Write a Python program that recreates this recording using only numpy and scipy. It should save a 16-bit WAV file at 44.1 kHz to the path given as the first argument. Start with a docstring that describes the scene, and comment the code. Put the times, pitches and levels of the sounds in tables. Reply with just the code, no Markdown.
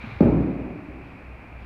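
"""A medicine ball is slammed onto gym turf, with ventilation humming and hissing throughout.
First the throw: a faint swish over soft thuds of feet. At 0.2 s the ball lands with a slap,
a crackle of fibres and a thump whose pitch drops as the ball squashes. Walls and ceiling throw
it back and the hall booms on. Two more soft thuds follow, and at last a faint rustle of clothing."""
import sys
import numpy as np
from scipy import signal
from scipy.fft import rfft, irfft
from scipy.io import wavfile

SR = 44100
rng = np.random.default_rng(int(sys.argv[2]) if len(sys.argv) > 2 else 0)


def unload_wav(signal):
    """Save mono or channel-first audio to the path in sys.argv[1] as 16-bit WAV at rate SR, clipped to [-1, 1]."""
    wavfile.write(
        sys.argv[1],
        SR,
        np.round(np.clip(np.atleast_2d(signal).T, -1, 1) * 32767).astype(np.int16),
    )


N = 72765
SLAM_S = .2049  # the ball first touches the turf
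HALL_RISE_S = .01


def undb(db):
    """Decibels to gain."""
    return 10 ** (np.asarray(db) / 20)


def on_log(hz, points):
    """Read (Hz, value) points on a log-frequency axis."""
    point_hz, values = np.array(points, float).T
    return np.interp(np.log(np.maximum(hz, 1)), np.log(point_hz), values)


def bins():
    """Frequencies of the spectrum bins in Hz."""
    return np.arange(N // 2 + 1) * SR / N


def noise(gain):
    """Noise of rms 1, shaped by a relative gain per bin."""
    phases = np.exp(2j * np.pi * rng.random(len(gain)))
    wave = irfft(gain * phases, N)
    return wave / np.sqrt(np.mean(wave ** 2))


def coloured(points):
    """Noise of rms 1, shaped by an EQ curve of (Hz, dB) points."""
    return noise(undb(on_log(bins(), points)))


def since(start):
    """Seconds since a moment, zero before it."""
    return np.maximum(np.arange(N) / SR - start, 0)


def strike(age, rise, t60):
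    """Envelope with a smooth attack and a decay of 60 dB in t60 seconds."""
    return (1 - np.exp(-(age / rise) ** 2)) * np.exp(-np.log(1000) * age / t60)


def delayed(x, lag):
    """The same sound, lag seconds later."""
    return np.interp(np.arange(N) - lag * SR, np.arange(N), x, left=0)


def ring(modes, start, rise):
    """Decaying tones from (Hz, dB, t60) rows, all struck at one moment."""
    age = since(start)
    return sum(undb(db) * np.sin(2 * np.pi * hz * age) * strike(age, rise, t60) for hz, db, t60 in modes)


def ventilation():
    """The room tone: a steady hiss over a low hum that wavers, swells and sinks."""
    # The EQ of the steady room hiss, as the microphone colours it.
    # Each row: frequency in Hz, relative level in dB.
    hiss_eq = [(20, -9), (35, -3.5), (60, -6.5), (100, 2), (160, -5.5), (260, -7.5), (420, -13),
               (700, -12.5), (1000, -14.5), (1800, -18.5), (2150, -16), (2400, -11.5), (2650, -18),
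               (3000, -31), (3600, -38), (4600, -40), (6200, -50), (10000, -52.5), (15500, -57)]
    # The hum's fader moves. Each row: time in seconds, level in dB.
    hum_fader = [(0, -46), (.05, -41.5), (.1, -56), (0.171, -40.5), (.6, -37), (.85, -59), (.9, -43),
                 (1.11, -50), (1.17, -72), (1.22, -47.5), (1.32, -38.5), (1.47, -58), (1.54, -40),
                 (1.65, -43)]
    hiss_db, hum_hz, drift_hz = -44, 61.9, 2.3
    pitch = hum_hz + drift_hz * noise(np.exp(-bins() / 5))
    level = undb(np.interp(since(0), *np.array(hum_fader).T))
    hum = np.sqrt(2) * level * np.sin(2 * np.pi * np.cumsum(pitch) / SR)
    return undb(hiss_db) * coloured(hiss_eq) + hum


def hall(start):
    """The hall's diffuse boom from a moment on; every band dies at its own rate."""
    # The boom's bass-heavy EQ. Each row: frequency in Hz, relative level in dB.
    boom_eq = [(25, -33), (42, -16), (58, -4.5), (80, -6.5), (120, -1.5), (165, 1.5), (220, -0.5), (275, 4),
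               (360, -2.5), (470, -11), (560, -10.5), (800, -19), (1200, -29.5), (2400, -39.5), (3500, -56),
               (7000, -67)]
    # The length of the reverb tail. Each row: frequency in Hz, t60 in seconds.
    tail_times = [(60, 0.89), (150, 1.28), (270, 1.575), (450, 1.25), (1000, 1.85), (3000, 1.3),
                  (8000, 0.39)]
    spectrum, age = rfft(coloured(boom_eq)), since(start)
    centres = np.geomspace(40, 10000, 12)
    boom = 0
    for hz, solo in zip(centres, np.eye(len(centres))):
        band_gain = on_log(bins(), list(zip(centres, solo)))
        band = irfft(spectrum * band_gain, N)
        boom = boom + band * strike(age, HALL_RISE_S, on_log(hz, tail_times))
    return boom


def rustles():
    """Cloth slides faintly as the arms reach up."""
    # The EQ of sliding cloth. Each row: frequency in Hz, relative level in dB.
    cloth_eq = [(800, -10), (2400, 7), (3200, 4), (4500, -6), (6200, -20), (15500, -38)]
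    # The cloth cues. Each row: start in seconds, level in dB, rise and t60 in seconds.
    cues = [(1.02, -60.5, 0.025, 1), (1.57, -55, 0.042, 0.51)]
    envelope = sum(undb(db) * strike(since(start), rise, t60) for start, db, rise, t60 in cues)
    return coloured(cloth_eq) * envelope


def swish():
    """A soft hiss that swells with the throw, holds and fades."""
    # The EQ of the throw. Each row: frequency in Hz, relative level in dB.
    swish_eq = [(200, -10.5), (500, -3.5), (800, 1), (1400, 0.5), (1900, -3), (2350, 6.5), (3100, -11),
                (3900, -10), (4600, -19), (5300, -24), (8000, -39), (15500, -44)]
    level_db, swell_s, hold_s, fade_db_per_s = -43.5, .013, .092, 35
    swell = .5 + .5 * np.minimum(since(0) / swell_s, 1)
    level = undb(level_db - fade_db_per_s * since(swell_s + hold_s))
    return coloured(swish_eq) * swell * level


def thuds():
    """Dull knocks of landing feet and catching hands; each stirs the hall a little."""
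    # The foot and hand cues. Each row: start in seconds, level in dB, pitch in Hz,
    # t60 in seconds, reverb level in dB.
    cues = [(.038, -26.5, 219, 0.09, -45.5), (.072, -28, 108.6, 0.14, -57.5), (.12, -28, 109.5, .12, -58.5),
            (0.16, -27.5, 100, 0.12, -58.5), (.424, -22, 95, .12, -54), (.882, -37.5, 259, 0.23, -41)]
    return sum(ring([(hz, db, t60)], start, rise=.0017) + undb(hall_db) * hall(start)
               for start, db, hz, t60, hall_db in cues)


def turf():
    """A brief fine hiss of crushed fibres while the ball presses and leaves."""
    level_db, contact_s, edge_s, low_cut_hz = -67.5, .053, .002, 5000
    age = since(SLAM_S)
    fibres = noise(1 / (1 + (low_cut_hz / (bins() + 1)) ** 2))
    gate = np.clip(np.minimum(age, contact_s + edge_s - age) / edge_s, 0, 1)
    return undb(level_db) * fibres * gate


def ball():
    """The thump falls in pitch as the contact patch grows; the shell smacks and rings at first touch."""
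    # The EQ of the slap. Each row: frequency in Hz, relative level in dB.
    slap_eq = [(300, -10), (600, -2.5), (900, 6), (1500, -8.5), (2400, -7), (3200, -25), (4000, -18),
               (5200, -19.5), (6500, -45), (15500, -52)]
    # The rubber shell's brief ring. Each row: pitch in Hz, level in dB, t60 in seconds.
    shell_modes = [(549, -16.5, 0.034), (818, -13.5, 0.018), (1275, -26.5, 0.022)]
    touch_hz, settled_hz, squash_s = 1182, 165, .0024
    thump_db, slap_db = 7.5, -25
    age = since(SLAM_S)
    squash = 1 - np.exp(-age / squash_s)
    cycles = settled_hz * age + (touch_hz - settled_hz) * squash_s * squash
    thump = -np.sin(2 * np.pi * cycles) * strike(age, rise=.0059, t60=.053)
    slap = coloured(slap_eq) * strike(since(SLAM_S + .0016), rise=.001, t60=.022)
    shell = ring(shell_modes, SLAM_S + .0018, rise=.001)
    return undb(thump_db) * thump + undb(slap_db) * slap + shell


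def slam():
    """The ball hits the turf; the hall answers with duller echoes, standing waves and a boom."""
    # Slapback from walls and ceiling. Each row: delay in seconds, gain in dB.
    reflections = [(0.0139, -7), (0.0171, -11), (0.0359, -12), (0.049, -5), (0.0651, -12), (.0742, -11.5),
                   (0.0798, -8), (0.1585, -25), (0.2234, -16.5)]
    # The hall's standing waves. Each row: pitch in Hz, level in dB, t60 in seconds.
    hall_modes = [(59, -21, 1.04), (98.4, -21.5, 0.36), (117.6, -21.5, .9), (156.6, -22, 1.3),
                  (169.6, -16.5, 0.97), (200, -17, 0.64), (230, -36.5, .6), (270.4, -22, 1.27),
                  (349.4, -20, 0.74), (424, -26.5, 1.1), (522, -30, 1), (627, -39, 1.6)]
    echo_cutoff_hz, boom_db = 900, -14
    direct = ball()
    dull = signal.sosfilt(signal.butter(1, echo_cutoff_hz, fs=SR, output="sos"), direct)
    echoes = sum(undb(db) * delayed(dull, lag) for lag, db in reflections)
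    standing_waves = ring(hall_modes, SLAM_S, HALL_RISE_S)
    boom = undb(boom_db) * hall(SLAM_S)
    return direct + echoes + standing_waves + boom + turf()


def scene():
    """The mono mix: the slam up front, body sounds and room tone behind it."""
    return (slam() + thuds() + swish() + rustles() + ventilation())[None]


def record(dry):
    """The recorder rounds the highest peaks and cuts the top."""
    ceiling, top_hz = .85, 15750
    rounded = dry / (1 + (np.abs(dry) / ceiling) ** 8) ** (1 / 8)
    return signal.sosfilt(signal.ellip(10, .2, 80, top_hz, fs=SR, output="sos"), rounded)


dry = scene()
out = record(dry)
unload_wav(out)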